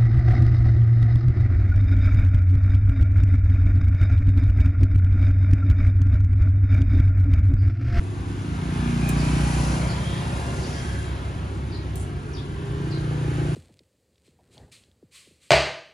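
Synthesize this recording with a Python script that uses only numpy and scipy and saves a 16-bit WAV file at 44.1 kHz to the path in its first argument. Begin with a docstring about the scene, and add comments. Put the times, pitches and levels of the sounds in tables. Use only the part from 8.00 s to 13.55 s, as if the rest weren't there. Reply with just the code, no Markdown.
"""On a road left of a concrete yard, a small motorbike throbs past over distant traffic in the first two seconds.
A dog's claw ticks and scrapes at 1.1 s, a bird chips from then on, and a second, quieter and slightly
higher-pitched bike drones by near 2.5 s. The claws scrape again at 4 s, and a third bike swells towards the end.
Trains of puffs through resonant pipes make the exhausts; coloured noise makes tyres, hiss, howls and claws.
Falling sine whistles make the bird; decaying noise tails scatter engines, bird and claws around the yard."""
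import sys
import numpy as np
from scipy import signal
from scipy.fft import rfft, irfft, next_fast_len
from scipy.io import wavfile
from scipy.ndimage import uniform_filter1d, map_coordinates

SR = 44100
rng = np.random.default_rng(int(sys.argv[2]) if len(sys.argv) > 2 else 0)


def output_pcm(signal):
    """Save a mono or channel-first signal as 16-bit PCM at the path in sys.argv[1].

    Samples are clipped to [-1, 1] before scaling.
    """
    pcm = np.clip(np.atleast_2d(signal).T, -1, 1) * 32767
    wavfile.write(sys.argv[1], SR, np.round(pcm).astype(np.int16))


N = 244755


def amp(db):
    """Decibels to gain."""
    return 10 ** (np.asarray(db) / 20)


def unit(x):
    """Scale to rms 1."""
    return x / np.sqrt(np.mean(x ** 2) + 1e-20)


def along(points, hz):
    """Read (Hz, value) points along a log frequency axis."""
    point_hz, values = np.transpose(points)
    return np.interp(np.log(hz + 1), np.log(point_hz + 1), values)


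def gain(points, hz):
    """Gain of a (Hz, dB) spectrum."""
    return amp(along(points, hz))


def curves(rows):
    """One value per sample for each column after the time."""
    s, *columns = np.transpose(rows)
    return [np.interp(np.arange(N) / SR, s, column) for column in columns]


def wobble(rate):
    """A smooth random curve with rate knots a second."""
    knots = rng.standard_normal(int(N * rate / SR) + 4)
    return map_coordinates(knots, [np.arange(N) * rate / SR])


def filtered(x, response):
    """Shape x by a complex response of frequency, with padding against wrap-around."""
    m = 2 * next_fast_len((N + SR) // 2)
    return irfft(rfft(x, m) * response(np.fft.rfftfreq(m, 1 / SR)), m)[..., :N]


def causal(magnitude):
    """Minimum-phase response: a resonance with this magnitude rings only after it is excited."""
    cepstrum = irfft(np.log(magnitude + 1e-6))
    half = len(cepstrum) // 2
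    folded = np.r_[cepstrum[0], 2 * cepstrum[1:half], np.zeros(half)]
    return np.exp(rfft(folded))


# how alike the two microphone ports hear noise: frequency_hz, correlation [1 = identical]
PORT_LIKENESS = [(100, 0.98), (250, .9), (500, 0.95), (1100, 0.4), (2000, 0.55), (5000, 0.65), (7000, 0.35),
                 (8400, 0.91), (12000, 1)]


def noise(colour):
    """Stereo noise of rms 1, partly shared by the ports; colour gives gain at each frequency."""
    def split(hz):
        angle = np.arccos(np.clip(along(PORT_LIKENESS, hz), 0, 1)) / 2
        return colour(hz) * np.array([np.cos(angle), np.sin(angle)])

    shared, apart = filtered(rng.standard_normal((2, N)), split)
    return unit(np.array([shared + apart, shared - apart]))


def rush(spectrum):
    """Stereo noise of rms 1 with a relative (Hz, dB) spectrum."""
    return noise(lambda hz: gain(spectrum, hz))


def patchy(x, depth_db):
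    """Changing paths from a moving source make narrow bands swell and fade, drawn here at random."""
    z = signal.stft(x, nperseg=2048)[2]
    field = rng.standard_normal(z.shape[1:])
    field = uniform_filter1d(field, size=3, axis=0)  # across frequency
    field = uniform_filter1d(field, size=12, axis=1)  # across time
    return unit(signal.istft(z * amp(depth_db * unit(field)), nperseg=2048)[1][:, :N])


# tone of the yard's scattered sound: frequency_hz, gain_db
YARD_TONE = [(200, -21.5), (1200, 30.5), (5000, 7.5), (10000, 16), (15000, -7)]


def yard(x, wet_db, t60):
    """The walls scatter a short tail, different at each port; wet_db is set on top of YARD_TONE."""
    t = np.arange(SR // 2) / SR
    tail = rng.standard_normal((2, len(t))) * amp(-60 * t / t60)
    tail = tail / np.linalg.norm(tail[0])
    scatter = signal.fftconvolve(np.atleast_2d(x), tail, axes=1)[:, :N]
    return x + amp(wet_db) * filtered(scatter, lambda hz: gain(YARD_TONE, hz))


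def wall(x, delay, drift, echo_db):
    """A wall's echo comes later as the bike moves on, so single overtones swell and fade in turn."""
    t = np.arange(N) / SR
    echo = np.interp(t - delay - drift * t, t, x)
    return (x + amp(echo_db) * echo) / np.hypot(1, amp(echo_db))


def swell(s, half_s, fall_db, rear_db=0):
    """Level in dB around the nearest point at s: distance lowers it, rear_db tilts it to the rear."""
    past = (np.arange(N) / SR - s) / half_s
    return -fall_db * np.log10(1 + past ** 2) + rear_db * past / np.hypot(1, past)


HIDE_S = 0.042  # time constant of a bike crossing the edge of the view


def hidden(s):
    """Goes smoothly from 0 to 1 as a bike crosses the edge of the view at time s."""
    return .5 + .5 * np.tanh(.5 * (np.arange(N) / SR - s) / HIDE_S)


# throttle curves, the second closing near the end: time_s, firing_rate_hz
FIRST_THROTTLE = [(0, 27.5), (.4, 28.35), (.85, 29.55), (1.35, 29.8), (1.75, 30.25), (2.3, 30.5), (3, 30.7)]
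SECOND_THROTTLE = [(0, 33), (.9, 32.2), (1.4, 33.8), (2.3, 34.3), (3.7, 33.4), (4, 32.7), (4.25, 30.5),
                   (5.55, 30)]
THIRD_THROTTLE = [(3.4, 27.4), (4.25, 28.15), (4.7, 28.7), (4.95, 29.3), (5.3, 29.3), (5.55, 29.7)]


def speeds():
    """Firings per second of the three bikes, each gliding between its throttle points."""
    return [curves(rows)[0] for rows in (FIRST_THROTTLE, SECOND_THROTTLE, THIRD_THROTTLE)]


# bikes going by, levels before the rear tilt and shading:
# nearest_s, half_width_s, out_of_sight_s, roar_db, hiss_db
BIKE_PASSES = [(1.55, 0.63, 1.87, -33.5, -40), (2.54, 0.98, 3.05, -37.5, -46.5), (5.85, 1, 7, -38, -49.5)]


def passing(peaks_db, far_db, fall_db, shade_db, rear_db):
    """Gain of one kind of road noise: every pass adds its power to the distant traffic."""
    power = amp(far_db) ** 2
    for (s, half_s, gone_s, *_), peak_db in zip(BIKE_PASSES, peaks_db):
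        level_db = peak_db + swell(s, half_s, fall_db, rear_db) - shade_db * hidden(gone_s)
        power = power + amp(level_db) ** 2
    return np.sqrt(power)


# relative noise spectra of road rumble, tyres and running gear: frequency_hz, density_db (per Hz)
RUMBLE_TONE = [(20, -24), (42, -18), (58, -3), (80, -2.5), (135, -6.5), (195, -14.5), (260, -14.5),
               (370, -13), (460, -29.5), (900, -53), (3000, -86)]
TYRE_TONE = [(150, -24), (400, -1), (600, 2), (1020, 2), (1300, 1), (1550, 1), (1900, -4.5), (2200, -4.5),
             (3200, -7.5), (5000, -17), (9000, -45), (16000, -37.5)]
GEAR_TONE = [(1000, -29), (2500, -19), (4000, 4), (5200, 3), (6500, 6), (8500, 3.5), (10500, 3.5),
             (12000, -9), (13500, -48), (15500, -18)]
FAR_RUMBLE_DB, FAR_ROAR_DB, FAR_HISS_DB = -32, -67, -63  # distant traffic under the passes
PASS_RUMBLE_DB = -43


def road(flutter_db=.5, throb_db=0.8):
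    """Rumble, tyre roar and running-gear hiss rise with each pass; the hiss throbs with the first engine."""
    *_, roar_db, hiss_db = np.transpose(BIKE_PASSES)
    stroke = np.cos(2 * np.pi * np.cumsum(speeds()[0]) / SR)
    tyres = patchy(rush(TYRE_TONE), depth_db=2.3)
    gear = patchy(rush(GEAR_TONE), depth_db=2.4)
    roar = passing(roar_db, FAR_ROAR_DB, fall_db=16.5, shade_db=0.5, rear_db=-1.0)
    roar = roar * amp(flutter_db * wobble(9))
    hiss = passing(hiss_db, FAR_HISS_DB, fall_db=21.5, shade_db=7.0, rear_db=1.5)
    hiss = hiss * amp(flutter_db * wobble(23.05) + throb_db * stroke)
    rumble_db = [PASS_RUMBLE_DB] * len(BIKE_PASSES)
    rumble = passing(rumble_db, FAR_RUMBLE_DB, fall_db=18, shade_db=2.5, rear_db=0)
    return roar * tyres + hiss * gear + rumble * rush(RUMBLE_TONE)


# bird chips, pitch and level of the first voice before rasp and breaks:
# start_s, start_pitch_hz, end_pitch_hz, glide_s, level_db
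BIRD_CHIPS = [(1.172, 6000, 4500, .015, -43.5), (1.868, 6000, 4150, .017, -43),
              (2.615, 6000, 4300, .017, -45.5), (2.712, 6000, 4600, .017, -47),
              (3.706, 6000, 4080, .015, -44.5), (4.326, 6800, 4400, .017, -48),
              (4.348, 4900, 3350, .012, -50), (4.899, 6000, 3950, .018, -44)]
# the second voice is higher, later and weaker than the first
SECOND_VOICE_RATIO, SECOND_VOICE_LAG_S, SECOND_VOICE_DB = 1.18, .018, -8


def bird(peak=0.025):
    """Each chip is two raspy, broken whistles dropping quickly in pitch; each swells for peak seconds."""
    t, out = np.arange(SR // 5) / SR, np.zeros(N + SR)
    swell_shape = (t / peak * np.exp(1 - t / peak)) ** 2
    voices = [(1, 0, 0), (SECOND_VOICE_RATIO, SECOND_VOICE_LAG_S, SECOND_VOICE_DB)]
    for s, start_hz, end_hz, glide, level_db in BIRD_CHIPS:
        for ratio, lag, voice_db in voices:
            rasp = 1 + .04 * wobble(900)[:len(t)]
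            breaks_db = 4 * wobble(220)[:len(t)] - 1.5
            drop_hz = (start_hz - end_hz) * np.exp(-(t + lag) / glide)
            pitch_hz = ratio * (end_hz + drop_hz) * rasp
            whistle = np.sin(2 * np.pi * np.cumsum(pitch_hz) / SR)
            loudness = amp(level_db + voice_db + breaks_db) * swell_shape
            out[round((s + lag) * SR):][:len(t)] += loudness * whistle
    return out[:N]


# claws on concrete: start_s, tick_level_db, scrape_level_db (before the grain), scrape_t60_s
CLAW_STEPS = [(1.091, -20, -42, .05), (3.9567, -24, -46.5, .17), (3.995, -44, -48.5, .25)]
# relative noise spectra of the tick and the dragged grit: frequency_hz, density_db (per Hz)
TICK_TONE = [(1500, -15), (4000, -11), (7500, -4), (10500, 3), (13000, 1), (16000, 3)]
GRIT_TONE = [(1500, -19), (5000, -6), (7500, 5), (10500, 3), (13000, -17), (16000, -20)]


def claws(tick_t60=0.0053):
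    """A claw ticks brightly on the concrete and drags over grit: two decaying noises from one instant."""
    t, (ticks, drags) = np.arange(SR // 4) / SR, np.zeros((2, N + SR))
    for s, tick_db, scrape_db, scrape_t60 in CLAW_STEPS:
        grain_db = 3 * wobble(700)[:len(t)]
        ticks[round(s * SR):][:len(t)] += amp(tick_db - 60 * t / tick_t60)
        drags[round(s * SR):][:len(t)] += amp(scrape_db - 60 * t / scrape_t60 + grain_db)
    return ticks[:N] * rush(TICK_TONE) + drags[:N] * rush(GRIT_TONE)


# ringing, howling and hissing bands: peak_s, half_length_s, centre_hz, width_hz, level_db
PASSING_BANDS = [(1.35, .4, 2420, 260, -46), (.88, .06, 2430, 120, -46), (1.27, .06, 2450, 90, -46),
                 (1.08, .065, 2440, 120, -38.5), (1.11, .1, 810, 70, -44), (1.5, .08, 815, 35, -42),
                 (1.7, .13, 600, 200, -41), (1.75, .25, 1000, 220, -43.5), (1.66, .13, 5600, 2600, -46),
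                 (2.3, .14, 830, 380, -42), (2.65, .16, 720, 420, -42), (2.72, .2, 5300, 1700, -50),
                 (2.16, .13, 3650, 500, -49), (2.12, .17, 3240, 90, -47), (2.8, .13, 3240, 110, -50),
                 (2.92, .2, 1620, 230, -44), (2.5, 1, 547, 11, -48.5), (5.35, .35, 1600, 800, -48.5)]


def passing_bands():
    """Ringing, howling and hissing bands: narrow or broad noise that swells and fades."""
    t, out = np.arange(N) / SR, np.zeros((2, N))
    for s, half_s, centre_hz, width_hz, level_db in PASSING_BANDS:
        band = noise(lambda hz: 1 / (1 + (2 * (hz - centre_hz) / width_hz) ** 2))
        out += amp(level_db) * np.exp(-((t - s) / half_s) ** 2) * band
    return out


# relative noise spectrum of the first engine's valves: frequency_hz, density_db (per Hz)
VALVE_TONE = [(500, -31), (1100, -4), (1550, 0.5), (1900, -9), (2800, -9), (4000, -13.5), (6000, -20.5),
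              (9000, -42)]


def clatter(peak_db=-41, depth_db=2):
    """The first engine's valves rattle: noise that pulses twice a firing and is strongest near 0.93 s."""
    beat = np.cos(2 * 2 * np.pi * np.cumsum(speeds()[0]) / SR)
    level_db = peak_db + swell(s=0.93, half_s=.3, fall_db=21.5) + depth_db * beat
    return amp(level_db) * patchy(rush(VALVE_TONE), depth_db=2)


def exhaust(speed, level_db, bark_db, pipe, scatter_db, jitter, bark_hz=200, chamber_hz=125, chamber_q=1.33):
    """One puff per firing rings the pipe; bark_db lifts overtones above bark_hz, jitter is in seconds."""
    turns = np.cumsum(speed) / SR
    fired = np.interp(np.arange(.5, turns[-1]), turns, np.arange(N))
    chance = rng.standard_normal((len(fired), 2))
    at = np.clip(fired + jitter * SR * chance[:, 0], 0, N - 1).astype(int)
    puffs = np.bincount(at, amp(scatter_db * chance[:, 1]), N)

    def chamber(hz):
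        # the silencer holds each puff back near its resonance and draws it out into a few swings
        return np.exp(-2j * np.arctan2(hz * chamber_hz / chamber_q, chamber_hz ** 2 - hz ** 2))

    note = unit(filtered(puffs, lambda hz: causal(gain(pipe, hz)) * chamber(hz)))
    upper = filtered(note, lambda hz: 1 - 1 / (1 + (hz / bark_hz) ** 8))
    return amp(level_db) * (note + (amp(bark_db) - 1) * upper)


# relative resonances of the third exhaust pipe: frequency_hz, gain_db
THIRD_RESONANCES = [(29, -52), (58, -7), (87, -17), (117, 7), (146, 11), (175, 1.5), (204, -16.5),
                    (233, -9.5), (265, -9.5), (292, -6), (322, -6), (350, -9), (380, -7.5), (408, -9),
                    (440, -21.5), (470, -13.5), (620, -37), (1500, -81)]


def third_bike(speed, peak_db=-26, bark_db=0.0, appear_s=4.71, shade_db=6.0):
    """Its exhaust lifts as it comes into sight and swells until the very end."""
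    level_db = peak_db + swell(s=5.52, half_s=1.62, fall_db=27) - shade_db * (1 - hidden(appear_s))
    note = exhaust(speed, level_db, bark_db, THIRD_RESONANCES, scatter_db=.3, jitter=.00004)
    return wall(note, delay=0.0074, drift=0.00338, echo_db=-25.0)


# relative resonances of the second exhaust pipe: frequency_hz, gain_db
SECOND_RESONANCES = [(33, -28.5), (67, 8.5), (101, 7), (120, -11.5), (136, 2.5), (152, -11), (205, -13.5),
                     (340, -15), (390, -6), (460, -32.5), (1500, -56.5)]
LOAD_DB_PER_HZ = 1  # an engine on a closing throttle gets quieter as it slows


def second_bike(speed, peak_db=-32.0, bark_db=5.0, arrive_s=1.1, leave_s=4.15,
                rise_db_per_s=6, fade_db_per_s=20):
    """A long, quiet drone whose level follows the throttle; it nears, barks most while close, and rolls away."""
    t = np.arange(N) / SR
    approach_db = rise_db_per_s * np.maximum(arrive_s - t, 0)
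    departure_db = fade_db_per_s * np.maximum(t - leave_s, 0)
    load_db = LOAD_DB_PER_HZ * (speed - speed.max())
    level_db = peak_db + load_db - approach_db - departure_db
    upper_db = bark_db + swell(s=2.43, half_s=0.22, fall_db=7.5)
    return exhaust(speed, level_db, upper_db, SECOND_RESONANCES, scatter_db=.35, jitter=.00008)


# relative resonances of the first exhaust pipe: frequency_hz, gain_db
FIRST_RESONANCES = [(30, -32.5), (60, 5), (90, -16.5), (120, 1.5), (150, 4.5), (180, 3), (210, -10.5),
                    (240, -2.5), (270, -9), (298, -8), (330, -15), (360, -16.5), (410, -21.5), (470, -34),
                    (820, -38), (1500, -71.5)]


def first_bike(speed, peak_db=-22.0, bark_db=0, shade_db=10, boom_gone_s=1.98, boom_db=-8):
    """Close and loud; its bark dulls as it slips out of sight, and its deep boom drops just after."""
    level_db = peak_db + swell(s=1.126, half_s=0.67, fall_db=19.0, rear_db=4.5)
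    upper_db = bark_db - shade_db * hidden(BIKE_PASSES[0][2])
    note = exhaust(speed, level_db, upper_db, FIRST_RESONANCES, scatter_db=.45, jitter=.00004, bark_hz=220)
    boom = filtered(note, lambda hz: 1 / (1 + (hz / 80) ** 12))
    note = note + (amp(boom_db * hidden(boom_gone_s)) - 1) * boom
    return wall(note, delay=0.0105, drift=0.00233, echo_db=-14.0)


# exhaust overtones that briefly swell: peak_s, half_length_s, centre_hz, boost_db
OVERTONE_SWELLS = [(.3, .35, 86, 8), (.33, .2, 284, 12), (.7, .15, 275, 6), (.9, .13, 237, 7),
                   (.95, .17, 355, 13), (1.06, .13, 208, 6), (1.2, .14, 269, 8), (1.32, .13, 298, 3),
                   (1.68, .16, 332, 8), (1.68, .1, 241, 4), (1.8, .12, 303, 8), (2.6, .3, 244, 7),
                   (2.63, .12, 374, 5), (4.25, .18, 422, 16), (4.68, .15, 402, 15), (4.94, .12, 322, 9),
                   (5.17, .1, 495, 10), (5.42, .13, 354, 8), (5.38, .15, 294, 8)]
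SWELL_WIDTH_HZ = 34


def overtone_swells(x):
    """Narrow bands around single exhaust overtones swell and sink back."""
    t, out = np.arange(N) / SR, x
    for s, half_s, centre_hz, boost_db in OVERTONE_SWELLS:
        overtone = filtered(x, lambda hz: 1 / (1 + (2 * (hz - centre_hz) / SWELL_WIDTH_HZ) ** 6))
        out = out + (amp(boost_db) - 1) * np.exp(-((t - s) / half_s) ** 2) * overtone
    return out


def engines():
    """The three exhausts overlap in the yard, and their nearby firing rates beat."""
    first, second, third = speeds()
    exhausts = first_bike(first) + second_bike(second) + third_bike(third)
    return yard(overtone_swells(exhausts), wet_db=-13, t60=.2)


def scene():
    """Road traffic, a bird's chips and a dog's claws, the last two with yard tails of their own."""
    traffic = road() + passing_bands() + clatter() + engines()
    chips = yard(bird(), wet_db=-6, t60=.28)
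    steps = yard(claws(), wet_db=-11, t60=.1)
    return traffic + chips + steps


# phase between the two microphone ports: frequency_hz, left_lead_rad
PORT_LEAD = [(0, 0), (300, .45), (600, 1.1), (1000, 1.5), (1230, 3.1), (1600, 4.7), (2250, 6.3),
             (3000, 7.4), (4000, 6.8), (6600, 6.3), (8400, 3.14), (10000, 0), (11900, -3.14), (15500, -9.4)]
# level between the two microphone ports: frequency_hz, left_minus_right_db
PORT_LEVEL = [(60, -1.5), (110, 1), (200, -0.5), (380, -2), (700, 2.5), (1290, 0), (2380, 0.5), (4400, 2),
              (8120, 0), (15000, 0)]
TOP_HZ = 15800


def record(dry):
    """Two microphone ports differ in phase and level, and nothing passes from TOP_HZ up."""
    half = np.array([[.5], [-.5]])  # each port takes half of the difference

    def port(hz):
        lead = np.interp(hz, *np.transpose(PORT_LEAD))
        return np.exp(1j * half * lead) * amp(half * along(PORT_LEVEL, hz))

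    ports = filtered(dry, port)
    return filtered(ports, lambda hz: hz < TOP_HZ)


dry = scene()
out = record(dry)
output_pcm(out)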